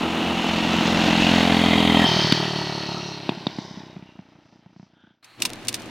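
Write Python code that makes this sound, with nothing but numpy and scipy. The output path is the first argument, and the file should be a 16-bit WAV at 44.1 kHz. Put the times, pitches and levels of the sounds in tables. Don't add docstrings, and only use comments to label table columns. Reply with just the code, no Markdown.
import sys
import numpy as np
from scipy import signal
from scipy.fft import rfft, irfft, next_fast_len
from scipy.io import wavfile
from scipy.ndimage import map_coordinates

SR = 44100
rng = np.random.default_rng(int(sys.argv[2]) if len(sys.argv) > 2 else 0)


def master_out(mix):
    frames = np.transpose(np.atleast_2d(mix))
    ceiling = np.clip(frames, -1, 1)
    pcm = np.round(ceiling * 32767).astype(np.int16)
    wavfile.write(sys.argv[1], SR, pcm)


N = 260190
TIME = np.arange(N) / SR

# (frequency [Hz], gain [dB])
VENT_TONE = [(15, -41), (25, -2), (59, -17), (120, -4.5), (145, -12.5), (185, -2.5), (326, 0), (394, -6.5),
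             (427, -9), (659, -8), (840, -10.5), (1440, -14.5), (2910, -15.5), (9320, -38), (16000, -49)]
HISS_TONE = [(300, -28), (800, 1.5), (2500, 1), (3500, -6), (4300, 4), (4900, -13), (7000, -16),
             (9300, -16.5), (15000, -26.5)]
METAL_TONE = [(410, -45.5), (700, -27.5), (1010, -16), (1500, -16), (2000, -6), (2880, -1), (3110, -7),
              (3690, 1.5), (4100, -3), (5990, -4), (7790, -9), (8880, -3.5), (9600, -11), (13100, -16),
              (16000, -23.5)]
# (time [s], level [dB])
VENT_LEVEL = [(5.225, -66), (5.37, -56.5), (5.41, -38.5), (5.6, -40.5), (5.9, -39)]
# (frequency [Hz], level [dB])
HUM_NOTES = [(120, -50), (241, -62)]
# (time [s], relative strength [dB], ring of the housing [dB])
CLACKS = [(5.245, -33.5, -63), (5.4028, -29.5, -55), (5.4219, -7.5, -42), (5.453, -8.5, -25.5),
          (5.535, -37, -55), (5.65, -31, -60), (5.6841, -8, -45), (5.743, -11, -51), (5.8001, -33, -60),
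          (5.82, -35, -60), (5.8586, -37, -60)]

# (time [s], relative level [dB])
RIDE_LEVEL = [(0.0, -27.5), (0.23, -26), (1.1, -22.5), (1.35, -20.5), (1.91, -20), (2.04, -19), (2.9, -31),
              (3.3, -38), (3.62, -42), (4.26, -59), (5.2, -69.5)]
# (time [s], share [dB])
LEADER_SHARE = [(0, -1), (.5, -1.86), (.9, -4), (1.6, -17), (2.8, -9.5), (3.4, -6)]
# (level when closest [dB], falloff [dB per dB])
TYRE_LEVELS = [(-41.5, 1.1), (-46, 1.07)]
CHAIN_LEVELS = [(-36.5, 0.22), (-35, 0.94)]
CLATTER_LEVELS = [(-26, 1.3), (-25.5, 1.008)]
BARK_LEVELS = [(-25, 0.91), (-25.5, 0.92)]
BOOM_LEVELS = [(-19, 1.17), (-24, 0.81)]
# (loudest at [s], length [s], boost [dB])
CHAIN_SURGES = [(1.1, 2.64, 9.5), (2.24, 0.87, 8.5), (2.965, 1.38, 7.5), (3.673, 0.78, 7.5),
                (4.495, 0.27, 6), (4.823, 0.24, 10)]
# (deepest at [s], length [s], frequency then [Hz], glide [Hz/s], width [Hz], gain [dB])
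CANCELLED_BANDS = [(1.4, 1.2, 1300, 0.5, 130, -3.5), (1.86, 0.77, 1640, -400, 270, -7.5),
                   (2.3, 2.5, 4050, 1, 120, -6), (2.7, 1.7, 2380, -200, 130, -7.5),
                   (2.8, 2.3, 2100, -150, 91, -12.5), (2.9, 1.2, 3520, -150, 230, -4.5),
                   (2.9, 1.9, 1650, 0, 150, -7.5), (2.72, 2.3, 510, -29.5, 58, -2.5),
                   (3.62, 1.2, 1270, 0, 73, -16), (2.25, 1, 8100, -100, 160, -7.5),
                   (2, 1, 5550, 1, 190, -11.5), (3.7, 0.48, 2580, 0, 270, -8)]
# (middle [s], length [s], frequency then [Hz], glide [Hz/s], width [Hz], level if closest [dB])
METAL_RINGS = [(0.449, 3.15, 2810, -21, 480, -26.5), (1.2, 0.74, 2740, -31.5, 428, -25.5),
               (1.509, 1.24, 4380, 500, 303, -38), (1.684, 0.62, 2440, -450, 200, -36.5),
               (1.847, 0.78, 3740, 197.5, 276, -35), (2.1, 1.7, 3160, -130, 160, -27.5),
               (1.8, 1.12, 2030, -200, 201, -33), (2.028, 0.12, 1820, -900, 220, -28),
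               (2.2, 0.68, 5190, -62, 150, -34.5), (2.246, .6, 4480, -200, 220, -28.5),
               (2.798, 1.9, 4344, -280, 280, -28.5), (2.98, 0.06, 1266, 0, 120, -25),
               (3.148, 1.1, 2730, -100, 230, -34.5), (2.95, .7, 3100, -200, 149, -45),
               (3.063, 0.26, 5730, 0, 300, -33), (3.748, 0.34, 5130, -900, 300, -29),
               (3.798, 1, 5920, 148, 160, -50), (3.754, 1.45, 3740, 98.5, 201.6, -31),
               (3.747, 0.87, 1040, 2, 110, -30), (4.112, 0.27, 2800, 0, 150, -27),
               (5.057, 0.4, 1510, -3, 259, -16.5), (5.048, 0.45, 3310, 0, 600, -20.5)]

# (frequency [Hz], gain [dB])
GRAVEL_TONE = [(4120, -10.5), (7000, -8), (8150, -11.5), (10300, -13.5), (11800, -18.5), (15100, -20.5),
               (16000, -22.5)]
RUMBLE_TONE = [(20, -26.5), (42, -28.5), (63, 5), (110, 11), (300, -23), (900, -55)]
# (frequency [Hz], gain [dB])
CHAIN_DRIVEN = [(2350, -2.5), (4000, -3), (4300, -1.5), (4690, -7), (5150, -7.5), (6470, -11.5),
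                (8000, -22), (10400, -79), (17600, -120)]
CHAIN_COASTING = [(2400, -34), (4000, 4), (4450, -4.5), (5200, -3.5), (5800, -6), (6300, -10),
                  (7000, -25.5), (8000, -27.5), (10400, -49)]
CHAIN_FAR = [(2400, -30), (4000, -3.5), (5100, 2.5), (5600, -4.5), (6000, 0.5), (6450, -15), (7000, -16),
             (8000, -25), (10400, -94)]
CLATTER_DRIVEN = [(900, -21.5), (1600, 1), (1950, 6), (2400, 3), (3000, 5), (3700, 4), (4300, -2.5),
                  (5700, -43.5)]
CLATTER_COASTING = [(900, -26.5), (1550, 1), (1900, 5.5), (2400, 4), (3050, 4), (3800, 0), (4300, -2.5),
                    (5700, -36.5)]
# (frequency [Hz], gain [dB])
BARK_DRIVEN = [(300, -45), (440, -7), (520, -2), (600, -1), (690, 3.5), (780, 3.5), (920, 1.5),
               (1100, -4.5), (1350, -2.5), (1700, -12.5), (2400, -44)]
BARK_COASTING = [(380, -39), (510, -11.5), (610, -0.5), (750, -5), (900, 1), (1080, -10), (1300, -7),
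                 (1700, -14), (2400, -48)]
PIPE_LEADER = [(30, -58), (60, -17), (85, -12.5), (125, -19), (170, 2.5), (210, -6.5), (250, 3.5), (295, 8),
               (335, 6), (380, -9.5), (450, -6), (700, -21.5), (1500, -70.5)]
PIPE_DRIVEN = [(30, -52), (45, -59.5), (64, -34), (85, -4.5), (128, -7.5), (170, 1), (213, 6.5), (255, 4),
               (297, 2.5), (345, -20.5), (425, -3), (480, -20.5), (700, -22.5), (1500, -76), (4000, -120)]
PIPE_COASTING = [(30, -56.5), (60, -33.5), (80, -12), (112, -5), (150, 3), (190, 1.5), (240, -12.5),
                 (290, -12), (340, -1.5), (420, -4), (470, -32), (620, -15.5), (1500, -70.5), (4000, -120)]
PIPE_FAR = [(30, -69), (60, -14), (90, -6), (130, -2.5), (190, -0.5), (290, 2), (360, -7.5), (470, -15.5),
            (700, -27), (1200, -50.5), (4000, -120)]
# (frequency [Hz], gain [dB])
BURBLE_TONE = [(30, -49), (70, -18), (120, 0.5), (190, 9), (270, -1.5), (370, -6.5), (490, -28), (680, -10),
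               (900, -16.5), (1150, -24), (2600, -29), (5000, -60.5), (9000, -85)]
POP_TONE = [(30, -42.5), (70, -27.5), (120, -1), (190, 6.5), (280, 5), (380, 0.5), (480, -8.5), (700, -4.5),
            (1000, -7.5), (1400, -20), (2000, -21), (5000, -100)]
CRACK_TONE = [(200, -3.5), (620, 6), (950, 4), (1400, 1.5), (2000, 7.5), (2700, 8), (4500, 10.5),
              (5500, -1.5), (7000, -9.5), (15000, -30)]
# (frequency [Hz], relative level [dB])
MUFFLER_NOTES = [(2520, -1.5), (2760, -2), (3380, -3.5), (3600, -1.5), (3790, -4.5), (4390, -7),
                 (4790, -2.5)]
# (time [s], peak level [dB])
BURBLES = [(2.162, -11), (2.243, -11), (3.372, -24), (3.708, -32), (3.775, -27.5), (3.965, -26.5),
           (4.024, -32.5), (4.19, -28.5), (4.353, -43), (4.455, -48), (4.524, -43.5), (4.59, -49),
           (4.66, -35.5), (4.703, -46), (4.762, -37), (4.796, -33.5), (4.828, -36), (4.933, -51),
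           (5.038, -44), (5.072, -47.5), (5.106, -47.5)]
# (time [s], thump [dB], thump's midrange gain [dB], crack [dB], ring [dB], ring centre [Hz], spread [Hz])
POPS = [(2.3209, -1, -14, -15.5, -14.5, 3400, 900), (3.291, -8, 1, -36, -15, 2980, 1100),
        (3.467, -9.5, 0, -41, -12, 3920, 650), (3.585, -13.5, -6, -44, -42, 2600, 900)]

NEAR_FULL_RATE, NEAR_PASS_S, NEAR_SHUT_S = 42.3209, 1.7608, 2.045
LEAD_FULL_RATE, LEAD_PASS_S, LEAD_SHUT_S = 40.3, 1.05, 2.6
RATE_DROP, RUN_DOWN_PER_S, IDLE_RATE = 1.7693, 4.1755, 30.3139
MACH, PASSING_S = .0364, .4482
POP_DELAY_S = .001
ROOM_START_S = 5.225


def amp(db):
    return 10 ** (np.asarray(db) / 20)


def unit(x):
    return x / np.sqrt(np.mean(x ** 2) + 1e-20)


def curve(rows):
    return np.interp(TIME, *np.transpose(rows))


def wobble(rate):
    return map_coordinates(rng.standard_normal(int(N * rate / SR) + 4), [TIME * rate])


def swell(peak_s, length):
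    return np.cos(np.pi * np.clip((TIME - peak_s) / length, -.5, .5)) ** 2


def blend(a, b, share):
    share = np.clip(share, 0, 1)
    return np.sqrt(share) * a + np.sqrt(1 - share) * b


def colour(x, tone, sudden=1):
    size = 2 * next_fast_len(len(x) // 2 + 8192)
    hz, db = np.transpose(tone)
    gain = amp(np.interp(np.log(np.fft.rfftfreq(size, 1 / SR) + 1), np.log(hz), db))
    cepstrum = irfft(np.log(np.maximum(gain, 1e-6)))
    cepstrum[1:size // 2] *= 1 + sudden
    cepstrum[size // 2 + 1:] *= 1 - sudden
    return irfft(rfft(x, size) * np.exp(rfft(cepstrum)), size)[:len(x)]


def voiced(x, tone):
    return unit(colour(x, tone))


def grit(rate, spread_db):
    count = int(rate * N / SR)
    at, signs = rng.integers(0, N, count), rng.choice([-1, 1], count)
    sizes = amp(spread_db * np.minimum(rng.exponential(size=count), 4))
    return unit(np.bincount(at, signs * sizes, N))


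def puffs(pulses, life_s, steady):
    t = np.arange(SR // 20) / SR
    flare = unit(signal.fftconvolve(pulses, t * np.exp(-t / life_s))[:N])
    return blend(1, flare, steady) * rng.standard_normal(N)


def smear(pulses, life_s):
    t = np.arange(SR // 20) / SR
    echoes = rfft(rng.standard_normal(len(t)) * np.exp(-t / life_s))
    spread = irfft(echoes / np.abs(echoes), len(t)) * np.cos(np.pi / 2 * t / t[-1])
    return unit(signal.fftconvolve(pulses, spread)[:N])


def room(hiss_db=-54):
    vent_db = curve(VENT_LEVEL)
    mid, side = (voiced(rng.standard_normal(N), VENT_TONE) for _ in range(2))
    side = colour(side, [(100, -12), (1000, -12.5), (6000, -2)])
    vent = amp(vent_db) * np.array([mid + side, mid - side])
    hum = sum(amp(db + wobble(6)) * np.sqrt(2) * np.sin(2 * np.pi * hz * TIME) for hz, db in HUM_NOTES)
    hiss = amp(hiss_db) * voiced(rng.standard_normal(N), HISS_TONE)
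    return hiss + vent + hum * amp(vent_db - vent_db.max())


def clacks(housing_hz=992, housing_ring_s=.044, chatter_s=.045, crackle_db=-51):
    blows, housing = np.zeros(N), np.zeros(N)
    for s, db, housing_db in CLACKS:
        t = TIME - s
        fall_db = -60 * np.abs(t)
        housing += amp(housing_db + fall_db / housing_ring_s) * np.sin(2 * np.pi * housing_hz * t) * (t > 0)
        blows += amp(db - 10 + fall_db / np.where(t > 0, chatter_s, .0074))
        blows += amp(db - 22 + fall_db / .0071) * (t > 0)
        blows += amp(db - 50 + fall_db / .27) * (t > 0)
    crackle = amp(crackle_db) * np.clip((TIME - 5.38) / .051, 0, 1)

    def metal():
        chatter = voiced(blend(grit(2500, spread_db=4), rng.standard_normal(N), .56), METAL_TONE)
        return blows * chatter + crackle * voiced(grit(100, spread_db=7), METAL_TONE)

    mid = metal()
    side = colour(metal(), [(1000, -18.5), (3000, -9), (6000, -3.5), (12000, -1.5)])
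    return np.array([mid + side, mid - side]) + housing


def throttle_of(shut_s, closing_s=.025):
    return 1 - np.clip((TIME - shut_s) / closing_s, 0, 1)


def doppler(pass_s):
    return 1 - MACH * (TIME - pass_s) / np.hypot(TIME - pass_s, PASSING_S)


def revs(full_rate, pass_s, shut_s):
    slowing = RATE_DROP * (1 - throttle_of(shut_s)) + RUN_DOWN_PER_S * np.maximum(TIME - shut_s, 0)
    return np.maximum(full_rate - slowing, IDLE_RATE) * doppler(pass_s)


def ride_db():
    db = curve(RIDE_LEVEL)
    return db - np.interp(NEAR_PASS_S, TIME, db)


def part_db(levels):
    driven, coasting = (db + falloff * ride_db() for db, falloff in levels)
    return coasting + (driven - coasting) * throttle_of(NEAR_SHUT_S)


def reflections(x):
    hz, t, spectrum = signal.stft(x, SR, nperseg=1024)
    gain_db = 0
    for s, length, centre, glide, width, db in CANCELLED_BANDS:
        band = np.exp(-((hz[:, None] - centre - glide * (t - s)) / width) ** 2)
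        gain_db += db * np.interp(t, TIME, swell(s, length)) * band
    return signal.istft(spectrum * amp(gain_db), SR, nperseg=1024)[1][:N]


def tyres(pulses):
    stones = blend(grit(1600, spread_db=2), puffs(pulses, life_s=.0016, steady=.95), .1)
    crunch = voiced(stones, GRAVEL_TONE)
    dull = voiced(crunch, [(7000, -2), (11000, -4), (16000, -22.5)])
    return amp(part_db(TYRE_LEVELS)) * blend(dull, crunch, (TIME - 2.2) / .36)


def link_ticks():
    return blend(grit(1800, spread_db=3.2), rng.standard_normal(N), .69)


def meshing(x, likeness, links_per_firing=15.3):
    gap = SR / (links_per_firing * revs(NEAR_FULL_RATE, NEAR_PASS_S, NEAR_SHUT_S))
    return unit(sum(likeness ** k * map_coordinates(x, [np.arange(N) - k * gap], order=1)
                    for k in range(4)))


def chain(throttle, far):
    whirr = meshing(link_ticks(), likeness=.1)
    slack = blend(voiced(whirr, CHAIN_FAR), voiced(whirr, CHAIN_COASTING), far)
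    sound = blend(voiced(whirr, CHAIN_DRIVEN), slack, throttle)
    surge_db = sum(db * swell(s, length) for s, length, db in CHAIN_SURGES)
    return amp(part_db(CHAIN_LEVELS) + surge_db + .8 * wobble(14)) * sound


def ringing_metal(knock_share=.3):
    out = np.zeros(N)
    knocks = grit(160, spread_db=2.2)
    for peak_s, length, hz, glide, width, db in METAL_RINGS:
        on = np.abs(TIME - peak_s) < length / 2
        drive = blend(knocks[on], 1, knock_share) * rng.standard_normal((2, on.sum()))
        waver = signal.sosfilt(signal.butter(2, width / 2, fs=SR, output="sos"), drive)
        phase = 2 * np.pi * np.cumsum(hz + glide * (TIME[on] - peak_s)) / SR
        ring = unit(waver[0] * np.cos(phase) + waver[1] * np.sin(phase))
        out[on] += amp(db) * swell(peak_s, length)[on] * ring
    return amp(ride_db()) * out


def engine_clatter(near, both, leader_share, throttle):
    rattle = puffs(near, life_s=.003, steady=.6 + .4 * leader_share)
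    shake = blend(smear(both, life_s=.025), rattle, .3)
    driven = voiced(meshing(shake, likeness=.0099), CLATTER_DRIVEN)
    coasting = voiced(meshing(link_ticks(), likeness=.13), CLATTER_COASTING)
    return amp(part_db(CLATTER_LEVELS) + .7 * wobble(22)) * blend(driven, coasting, throttle)


def thump(tone):
    kick = colour(signal.unit_impulse(SR // 10), tone)
    return kick / np.abs(kick).max()


def burbles():
    out, thud = np.zeros(N), thump(BURBLE_TONE)
    for s, db in BURBLES:
        out[round((s + POP_DELAY_S) * SR):][:len(thud)] += amp(db) * thud
    return out


def exhaust_pops(ring_s=.018):
    out, kick = np.zeros(N), thump(POP_TONE)
    t = np.arange(len(kick)) / SR
    for s, thump_db, mid_db, crack_db, ring_db, centre, spread in POPS:
        body = colour(kick, [(300, .0022), (550, mid_db)])
        burst = t / .0012 * np.exp(1 - t / .0018) * rng.standard_normal(len(t))
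        crack = colour(burst, CRACK_TONE)
        notes = 0
        for hz, db in MUFFLER_NOTES:
            strength = amp(db) * np.exp(-((hz - centre) / spread) ** 2 / 2)
            notes += strength * np.sin(2 * np.pi * (hz * t + rng.random()))
        ring = notes * amp(-60 * t / ring_s) * (1 - np.exp(-t / .00089))
        pop = amp(thump_db) * body + amp(crack_db) * crack + amp(ring_db) * ring
        out[round((s + POP_DELAY_S) * SR):][:len(t)] += pop
    return out


def exhaust_bark(lead, near, both, leader_share, throttle, far, flare_s=.004):
    wave = blend(smear(lead, life_s=.03), smear(near, life_s=.009), leader_share)
    gas = puffs(np.roll(both, -round(flare_s * SR)), life_s=flare_s, steady=.6)
    blast = blend(gas, wave, .1 + .32 * throttle + .5 * far)
    bark = blend(voiced(blast, BARK_DRIVEN), voiced(blast, BARK_COASTING), throttle)
    return amp(part_db(BARK_LEVELS) + .49 * wobble(14)) * bark


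def valve_thumps(pulses, tone, lag_s=-.0007):
    return -unit(colour(np.roll(pulses, round(lag_s * SR)), tone, sudden=.2))


def exhaust_boom(lead, near, leader_share, throttle, far):
    coasting = blend(valve_thumps(near, PIPE_FAR), valve_thumps(near, PIPE_COASTING), (TIME - 3.5) / .7)
    beat = blend(near, smear(near, life_s=.02), np.interp(TIME, [.6, 1.4], [.55, 1]))
    near_pipe = blend(valve_thumps(beat, PIPE_DRIVEN, lag_s=.0018), coasting, throttle)
    lead_pipe = voiced(smear(lead, life_s=.018), PIPE_LEADER)
    gas = voiced(puffs(near, life_s=.005, steady=.7), PIPE_LEADER)
    boom = blend(gas, blend(lead_pipe, near_pipe, leader_share), .015)
    rumble = amp(-26.5 + 10 * far) * voiced(rng.standard_normal(N), RUMBLE_TONE)
    coming = np.clip((doppler(NEAR_PASS_S) - 1) / MACH, 0, 1)
    return amp(part_db(BOOM_LEVELS) - .5 * coming ** 2) * (boom + rumble)


def firings(rate, uneven_db, jitter_s):
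    cycles = np.cumsum(rate) / SR + .61
    at = np.flatnonzero(np.diff(np.floor(cycles)))
    size_luck, time_luck = rng.standard_normal((len(at), 2)).T
    sizes = amp(np.broadcast_to(uneven_db, N)[at] * size_luck)
    nudged = np.clip(at + (jitter_s * SR * time_luck).astype(int), 0, N - 1)
    return unit(np.bincount(nudged, sizes, N))


def bikes():
    throttle = throttle_of(NEAR_SHUT_S)
    leader_share = amp(curve(LEADER_SHARE)) ** 2
    far = np.clip((TIME - 3.1) / .55, 0, 1)
    uneven_db = .5 + .5 * (1 - throttle) + 1.8 * far
    near = firings(revs(NEAR_FULL_RATE, NEAR_PASS_S, NEAR_SHUT_S), uneven_db, jitter_s=.00003)
    lead = firings(revs(LEAD_FULL_RATE, LEAD_PASS_S, LEAD_SHUT_S), uneven_db=3, jitter_s=.0003)
    both = blend(lead, near, leader_share)
    boom = exhaust_boom(lead, near, leader_share, throttle, far)
    bark = exhaust_bark(lead, near, both, leader_share, throttle, far)
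    clatter = engine_clatter(near, both, leader_share, throttle)
    return boom + bark + clatter + chain(throttle, far) + tyres(both)


def scene(fade_s=.126, fade_db=-11):
    ride = reflections(bikes()) + ringing_metal() + exhaust_pops() + burbles()
    fade = amp(fade_db * np.clip(1 + (TIME - ROOM_START_S) / fade_s, 0, 1))
    indoors = np.clip((TIME - ROOM_START_S) / .0046, 0, 1)
    return (1 - indoors) * fade * ride + indoors * (room() + clacks())


def record(dry):
    ceiling, hardness, top_hz = .95, 8, 15900
    rounded = dry / (1 + np.abs(dry / ceiling) ** hardness) ** (1 / hardness)
    size = next_fast_len(N + 8192)
    kept = np.fft.rfftfreq(size, 1 / SR) < top_hz
    return irfft(rfft(rounded, size) * kept, size)[..., :N]


dry = scene()
out = record(dry)
master_out(out)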